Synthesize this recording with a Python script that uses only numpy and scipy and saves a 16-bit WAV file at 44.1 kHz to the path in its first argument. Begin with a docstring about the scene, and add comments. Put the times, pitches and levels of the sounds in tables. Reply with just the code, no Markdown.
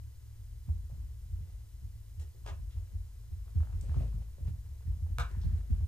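"""A small, quiet room with a carpeted wooden floor, where kittens run and pounce.
Landing paws ring the floor's modes; claws tick as noisy snaps in a resonance, and fur scuffs the pile as grains.
Plastic toys get knocked, with a crack and a ring, and a ball murmurs round its track as resonant noise.
Under it all lie rumble, a low hum, a faint whine and hiss.
It is heard in wide stereo, the left channel leading by a nearly constant phase over most of the range."""
import sys
import numpy as np
from scipy import signal
from scipy.fft import rfft, irfft, next_fast_len
from scipy.io import wavfile

SR = 44100
rng = np.random.default_rng(int(sys.argv[2]) if len(sys.argv) > 2 else 0)


def log_audio(samples):
    """Write samples as a 16-bit WAV file to the path given in sys.argv[1]."""
    # one column per channel
    frames = np.atleast_2d(samples).T
    # limit to full scale, then quantise
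    limited = np.clip(frames, -1, 1)
    pcm = np.round(limited * 32767).astype(np.int16)
    wavfile.write(sys.argv[1], SR, pcm)


N = 258867
T = np.arange(N) / SR   # time [s]


def from_db(db):
    """Decibels to gain."""
    return 10 ** (np.asarray(db) / 20)


def rms_one(x):
    """Scale to rms 1."""
    return x / np.sqrt(np.mean(x ** 2) + 1e-20)


def peak_one(x):
    """Scale to peak 1."""
    return x / np.abs(x).max()


def at_hz(points, hz):
    """Read a table on a log-frequency axis."""
    f, value = np.transpose(points)
    return np.interp(np.log(np.maximum(hz, 1)), np.log(f), value)


def shape(x, response):
    """Filter by a function of frequency."""
    size = next_fast_len(2 * x.shape[-1])
    hz = np.arange(size // 2 + 1) * SR / size
    return irfft(rfft(x, size) * response(hz), size)[..., :x.shape[-1]]


def drift(rate):
    """Slow chance: straight lines between random knots of spread 1, at this many knots a second."""
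    knots = rng.standard_normal(4000)
    return np.interp(T * rate, np.arange(len(knots)), knots)


def resonate(x, hz, width_hz):
    """A two-pole resonance with gain 1 on top."""
    r = np.exp(-np.pi * width_hz / SR)
    zeros = np.array([1, 0, -1]) * (1 - r * r) / 2
    poles = [1, -2 * r * np.cos(2 * np.pi * hz / SR), r * r]
    return signal.lfilter(zeros, poles, x)


def dying(t, t60):
    """Falls by 60 dB in t60 seconds."""
    return np.exp(-np.log(1000) * t / t60)


def add(out, s, sound):
    """Mix a sound in at time s [s]."""
    at = max(round(s * SR), 0)
    part = sound[..., :max(N - at, 0)]
    out[..., at:at + part.shape[-1]] += part


# likeness of the two channels: (frequency [Hz], correlation [0-1])
LIKENESS = [(50, .98), (105, .97), (160, .65), (400, .68), (1300, .7), (5000, .63), (10000, .66),
            (15000, .8)]


def stereo(pair):
    """Two unrelated signals become a diffuse field, most alike in the bass."""
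    def alike(hz):
        return np.clip(at_hz(LIKENESS, hz), 0, 1)
    mid = shape(pair[0], lambda hz: np.sqrt(1 + alike(hz)))
    side = shape(pair[1], lambda hz: np.sqrt(1 - alike(hz)))
    return np.array([mid + side, mid - side])


def coloured(pair, spectrum):
    """Diffuse sound with a given spectrum; rms 1."""
    return rms_one(shape(stereo(pair), lambda hz: from_db(at_hz(spectrum, hz))))


# early echoes off walls and furniture: (delay [s], level before the source's echo trim [dB])
ECHOES = [(.0135, -8), (.0155, -8), (.0235, -11), (.029, -7)]
# the room's ring: (frequency [Hz], t60 [s])
ROOM_T60 = [(300, .25), (1400, .26), (3000, .21), (6000, .19), (12000, .15)]


def room(x, echo_db, tail_db, build_s=0.012):
    """The direct sound, a few early echoes and a diffuse tail that dies sooner in the treble."""
    t = T[:SR // 2]
    edges = np.geomspace(125, 16000, 8)   # band edges [Hz]
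    white = [stereo(pair) for pair in rng.standard_normal((2, 2, len(t)))]
    tail = 0
    for k, (low, high) in enumerate(zip(edges, edges[1:])):
        bandpass = signal.butter(2, [low, high], "band", fs=SR, output="sos")
        band = signal.sosfilt(bandpass, white[k % 2])   # neighbouring bands get unrelated noise
        tail = tail + band * dying(t, at_hz(ROOM_T60, np.sqrt(low * high)))
    tail = tail * (1 - np.exp(-(t / build_s) ** 2))
    response = from_db(tail_db) * rms_one(tail) / np.sqrt(len(t))   # tail_db sets the tail's energy
    for s, db in ECHOES:
        response[:, round(s * SR)] += from_db(db + echo_db)
    return x + signal.fftconvolve(x[None], response, axes=1)[:, :N]


# colour of the hiss: (frequency [Hz], relative level [dB per Hz])
AIR = [(88, -5), (150, 0), (302, 1.5), (326, -3.5), (445, -2), (490, -5.5), (894, -10), (985, -12),
       (1660, -10), (1940, -12), (2700, -13.5), (6730, -9.5), (15500, -14)]
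# colour of the house's rumble: (frequency [Hz], relative level [dB per Hz])
RUMBLE = [(12, -2.5), (22, -8.5), (28, -37), (45, -1), (70, 4.5), (94, -8.5), (110, 0), (128, -14.5),
          (170, -34), (300, -50.5)]
# hum: (frequency [Hz], middle rms level [dB])
HUM = [(70, -52), (107.7, -56.5)]
# faint electrical whine: (frequency [Hz], rms level [dB])
WHINE = [(1001, -90), (2002, -90), (3000, -90.5), (4000, -90), (5001, -89)]


def background(hiss_db=-68.5, rumble_db=-50):
    """The house rumbles and hums under a smooth hiss; the hum drifts a little in level and phase."""
    hiss = from_db(hiss_db) * coloured(rng.standard_normal((2, N)), AIR)
    rumble = from_db(rumble_db) * coloured(rng.standard_normal((2, N)), RUMBLE)
    hum, whine = np.zeros(N), np.zeros(N)
    for hz, db in HUM:
        phase = 2 * np.pi * hz * T + .5 * drift(4)
        hum += from_db(db + 2 * drift(3)) * np.sqrt(2) * np.sin(phase)
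    for hz, db in WHINE:
        whine += from_db(db) * np.sqrt(2) * np.sin(2 * np.pi * hz * T)
    return hiss + rumble + hum + whine


# fur and paws brushing the carpet, each a swell that fades:
# (time at its height [s], strength [dB], rise time constant [s], fall time constant [s])
SCUFFS = [(0.9, -69.5, 0.045, 0.17), (1.54, -66.5, 0.16, 0.078), (2.77, -66, 0.058, 0.15),
          (3.65, -67, 0.098, 0.045), (3.985, -57, 0.27, 0.15), (4.482, -55.5, 0.014, 0.018),
          (4.82, -70, 0.6, 0.9), (5.31, -57.5, 0.023, 0.079), (5.58, -60, 0.045, 0.024),
          (5.78, -64, .07, 0.08)]


def scuff_level():
    """How hard the carpet is being brushed, as a gain over time."""
    level = np.zeros(N)
    for s, db, rise_s, fall_s in SCUFFS:
        level += from_db(db) * np.exp(np.minimum((T - s) / rise_s, (s - T) / fall_s))
    return level


# colour of the brushed pile: (frequency [Hz], relative level [dB per Hz])
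PILE = [(200, -5), (400, 13), (700, 4), (1100, -2.5), (1700, -2.5), (2600, -3), (5000, -8.5), (9000, -9),
        (15000, -40)]


def scuffs(level_db=-6, per_s=1500):
    """Fibres flick past fur and claws as tiny random grains whose level flutters."""
    signs = rng.choice([-1, 1], (2, N))
    grains = signs * (rng.random((2, N)) < per_s / SR)
    return scuff_level() * from_db(level_db + 2 * drift(40)) * coloured(grains, PILE)


def faint_ticks(per_s=16.0, above_scuff_db=7.0, middle_hz=743, spread_octaves=0.51, length_s=0.0024):
    """Claws touch at random, as strongly as the paws scuff: rows (s, peak dB, Hz, length s)."""
    late, size, pitch = rng.standard_normal((200, 3)).T
    s = (np.arange(len(late)) + .5 * late) / per_s
    scuff_db = 20 * np.log10(np.interp(s, T, scuff_level()) + 1e-9)
    db = scuff_db + above_scuff_db + 2 * size
    hz = middle_hz * 2 ** (spread_octaves * pitch)
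    return [(at, level, f, length_s) for at, level, f in zip(s, db, hz) if 0 < at < T[-1]]


# claws that catch hard in the pile or on a toy:
# (time [s], peak level [dB], resonance [Hz], scrape time constant [s])
CLAWS = [(0.69, -52, 567, 0.00077), (0.899, -54, 520, 0.0069), (2.345, -59, 424, 0.0096),
         (3.48, -56.5, 990, 0.0012), (3.605, -48, 950, 0.0011), (3.634, -52, 1200, 0.0012),
         (3.672, -49, 940, 0.0009), (3.811, -43, 6650, 0.0031), (3.835, -55, 448, 0.0026),
         (3.895, -48.5, 1180, 0.0016), (3.943, -44.5, 870, 0.0034), (3.966, -44.5, 380, 0.0078),
         (4.007, -41, 540, 0.0045), (4.034, -47, 420, .007), (4.382, -53, 444, 0.0012),
         (5.065, -55.5, 630, 0.0015), (5.415, -55, 4140, .043)]


def claws(width_share=.7, grit_db=-18):
    """A claw slips off a loop of yarn: a snap and a short gritty scrape through broad resonances."""
    out, t = np.zeros(N), T[:SR // 5]
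    for s, db, hz, length_s in CLAWS + faint_ticks():
        force = from_db(grit_db) * rng.standard_normal(len(t)) * np.exp(-t / length_s)
        force[0] += 1   # the snap
        tick = resonate(resonate(force, hz, width_share * hz), hz, hz)
        # the pile muffles what lies far above the resonance
        muffle = signal.butter(2, min(2 * hz, .4 * SR), fs=SR, output="sos")
        tick = signal.sosfilt(muffle, tick)
        add(out, s, from_db(db) * peak_one(tick))
    return out


def rolling_ball(start_s=5.27, start_db=-69.5, loss_db_per_s=29, track_hz=1670, width_hz=620,
                 rough_db=2.0, rise_s=0.012):
    """The ball's rough skin keeps its plastic track murmuring, unevenly and ever more softly."""
    t = np.maximum(T - start_s, 0)
    skin = stereo(rng.standard_normal((2, N)))
    murmur = rms_one(resonate(resonate(skin, track_hz, width_hz), track_hz, width_hz))
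    level = from_db(start_db - loss_db_per_s * t + rough_db * drift(40))
    return level * (1 - np.exp(-t / rise_s)) * murmur


# knocks on plastic toys: (time [s], body peak level [dB], chatter time constant [s], chatter share [0-1],
# hollow body [Hz], click [Hz], click against body [dB], ring strength before ring_db [dB])
KNOCKS = [(2.197, -56, 0.0025, 0.61, 2660, 7900, 5.5, -18), (2.201, -52, 0.0023, 0.53, 384, 7460, -14, -14),
          (2.449, -55, 0.01, 0.8, 980, 1400, -12, -15), (2.4615, -42.5, 0.0024, 0.97, 500, 1490, -2, -15),
          (2.472, -57, 0.0022, 1, 6050, 4300, -8, -14), (2.475, -45, 0.0016, 0, 765, 2440, 3.5, -10),
          (2.707, -63, 0.0032, 0.9, 2700, 2770, -23, -23),
          (5.1848, -24.5, 0.00079, 0.42, 1230, 3960, -12, 5.5)]
# what the plastic rings with: (frequency [Hz], relative level [dB], t60 [s])
PLASTIC = [(484, -14, .16), (592, -21, .15), (628, -21, .18), (705, -13, .2), (813, -23, .22),
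           (1044, -22, .2), (1225, -17, .2), (1328, -23, .18), (1521, -25, .18), (1922, -27, .18),
           (2628, -35, .15), (3188, -36, .15), (4253, -34, .14)]


def toys(body_share=0.46, click_share=0.93, shell_db=-8, ring_db=-8, ring_rise_s=0.0067):
    """A knock is a hollow pock, a click and a broad shell crack, then a ring; returns cracks and rings."""
    cracks, rings, t = np.zeros(N), np.zeros(N), T[:SR // 2]
    for s, db, chatter_s, share, body_hz, click_hz, click_db, rings_db in KNOCKS:
        chatter = rng.standard_normal(len(t)) * t * np.exp(-t / chatter_s)
        force = share * chatter / np.linalg.norm(chatter)
        force[0] += 1 - share   # the rest of the blow is a single impulse
        body = resonate(force, body_hz, body_share * body_hz)
        click_width = click_share * click_hz
        click = resonate(resonate(force, click_hz, click_width), click_hz, click_width)
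        shell = resonate(resonate(force, 2000, 4500), 2000, 8000)
        crack = peak_one(body) - from_db(click_db) * peak_one(click)
        crack = crack + from_db(shell_db) * peak_one(shell)
        add(cracks, s, from_db(db) * crack)
        ring = np.zeros(len(t))
        for hz, level, t60 in PLASTIC:
            ring += from_db(level) * np.sin(2 * np.pi * (hz * t + rng.random())) * dying(t, t60)
        ring *= 1 - np.exp(-t / ring_rise_s)
        add(rings, s, from_db(db + rings_db + ring_db) * ring)
    return cracks, rings


# how lively the play is, as the weight that light steps build on: (time [s], level [dB])
BUSTLE = [(0.0, -62.5), (0.7, -62), (0.87, -40), (2.11, -67), (2.4, -42.5), (3.32, -61), (3.81, -32.5),
          (4.18, -46), (5.17, -35.5), (5.87, -42)]


def patter(per_s=9.0, above_bustle_db=2.0, spread_db=3.0):
    """Light steps at an uneven trot, heavier when play is lively: rows (s, weight dB, hardness dB)."""
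    late, weight, hardness = rng.uniform(-1, 1, (100, 3)).T
    s = (np.arange(len(late)) + .5 + .4 * late) / per_s
    db = np.interp(s, *np.transpose(BUSTLE)) + above_bustle_db + spread_db * weight
    return [row for row in zip(s, db, spread_db * hardness) if row[0] < T[-1]]


def floor_ring(modes, rise_s, spread, scatter_db, detune):
    """Modes swell as the bending wave spreads, each as strong as the spot allows; peak 1."""
    t = T[:SR // 2]
    hz, db, t60 = np.transpose(modes)[:, :, None]
    strength, tuning, side = rng.standard_normal((3, len(modes), 1))
    swell = 1 - np.exp(-(t / rise_s) ** 2)
    level = from_db(db + scatter_db * strength) * swell * dying(t, t60)
    angle = 2 * np.pi * hz * (1 + detune * tuning) * (t - rise_s)
    # spread [radians] turns the phase of each mode oppositely in the two channels
    left = np.sum(level * np.cos(angle + spread * side), axis=0)
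    right = np.sum(level * np.cos(angle - spread * side), axis=0)
    return peak_one(np.array([left, right]))


# modes of the floor, from joists to boards: (frequency [Hz], relative level [dB], t60 [s])
JOISTS = [(46.5, 2.5, 1), (51.88, 6.5, 1)]
SPAN = [(70.3, 5, 0.18), (83.55, -2.5, 0.38), (86, 17.5, 0.043), (110.3, -30.5, 0.8)]
BOARDS = [(116, 12.5, 0.21), (132.9, 0.5, 0.21), (145.5, -4.5, 0.33), (165, -5.5, 0.45), (198, -12.5, 0.36),
          (226, -9.5, 0.2), (231.6, -23, 0.56), (266.6, -20, 0.33), (297, -11.5, 0.052)]
# pounces and firm landings: (time [s], weight [dB], hardness [dB]: 0 is an ordinary paw, more is stiff-legged)
LANDINGS = [(0.395, -41.5, -7), (0.681, -23.5, -1.5), (0.924, -37, 5.5), (0.976, -37.5, -1),
            (1.314, -30, -8), (1.403, -33, 1), (1.823, -36, 0), (2.173, -30, -12.5), (2.505, -34, 1),
            (2.586, -41, 6), (2.753, -30.5, -8.5), (2.932, -30, -2), (3.311, -31, -4.5),
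            (3.554, -21.5, 1.5), (3.592, -24.5, -4.5), (3.732, -30, 2), (3.819, -39, 9), (3.889, -23, -2),
            (3.964, -29, 12.5), (4.004, -36, 16.5), (4.14, -44, 19), (4.405, -34, 3.5), (4.444, -30.5, -9),
            (4.477, -35.5, 14), (4.56, -37, -9), (4.874, -27, -1), (5.016, -25.5, -9), (5.101, -35.5, 3),
            (5.195, -32, 6), (5.367, -29, 4.5), (5.446, -26, 8.5), (5.521, -23.5, -2.5), (5.701, -20.5, 3),
            (5.804, -23, -6)]


def paws(stiff_db=-13, knock_db=3, pat_db=-17.5, pat_t60=0.27, ahead_s=0.01042, lowest_hz=36):
    """Each landing rocks the joists, booms the floor and knocks the boards; the pad adds a dull pat."""
    out, t = np.zeros((2, N)), T[:SR // 2]
    pat_level = np.zeros(N)
    pat_swell = dying(t, pat_t60) * (1 - np.exp(-t / 0.013))
    for s, weight, hardness in LANDINGS + patter():
        knock = weight + hardness + stiff_db
        sway = -37 + 0.37 * (knock + 40)   # -37 dB under a knock of -40 dB, following 0.37 of its swing
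        first = s - ahead_s   # high bending waves travel fastest and arrive first
        # scatter is random either way, so its sign does not matter
        boom = floor_ring(SPAN, rise_s=0.02758, spread=0.051, scatter_db=-1.0, detune=0.045)
        rock = floor_ring(JOISTS, rise_s=.03, spread=.06, scatter_db=4, detune=.02)
        rap = floor_ring(BOARDS, rise_s=0.01569, spread=0.85, scatter_db=-0.5, detune=0.04)
        add(out, s, from_db(weight) * boom)
        add(out, s, from_db(sway) * rock)
        add(out, first, from_db(knock + knock_db) * rap)
        add(pat_level, first, from_db(knock + pat_db) * pat_swell)
    # the floor radiates little below its lowest mode
    out = signal.sosfilt(signal.butter(3, lowest_hz, "high", fs=SR, output="sos"), out)
    # colour of the pad: (frequency [Hz], relative level [dB per Hz])
    pad = [(150, -3), (250, 1.0), (450, -17.5), (800, -26.5), (2000, -29.0), (8000, -38)]
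    return out + pat_level * coloured(rng.standard_normal((2, N)), pad)


def scene():
    """Everything in the room; claws sound from inside the pile, which swallows their early echoes."""
    cracks, rings = toys()
    plastic = room(cracks, echo_db=-6, tail_db=2) + rings
    ticks = room(claws(), echo_db=-16, tail_db=-6)
    return background() + scuffs() + ticks + rolling_ball() + plastic + paws()


# phase lead of the left channel: (frequency [Hz], lead [radians])
LEAD = [(45, -.05), (75, .25), (110, .5), (160, 1.3), (1000, 1.35), (5000, 1.45), (10000, 1.05),
        (15500, .25)]
# left against right: (frequency [Hz], level difference [dB])
BALANCE = [(48, 2.5), (65, 2), (80, -2.3), (108, -1.5), (125, -4), (160, -2.5), (250, 0), (1000, 0)]


def record(dry, cutoff_hz=15300):
    """A phase lead on the left widens the image, bass levels differ between the sides; the top is cut."""
    sign = np.array([[.5], [-.5]])   # each channel takes half the difference

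    def widening(hz):
        return np.exp(1j * sign * at_hz(LEAD, hz)) * from_db(sign * at_hz(BALANCE, hz))
    wide = shape(dry, widening)
    return signal.sosfilt(signal.ellip(10, .1, 80, cutoff_hz, fs=SR, output="sos"), wide)


dry = scene()
out = record(dry)
log_audio(out)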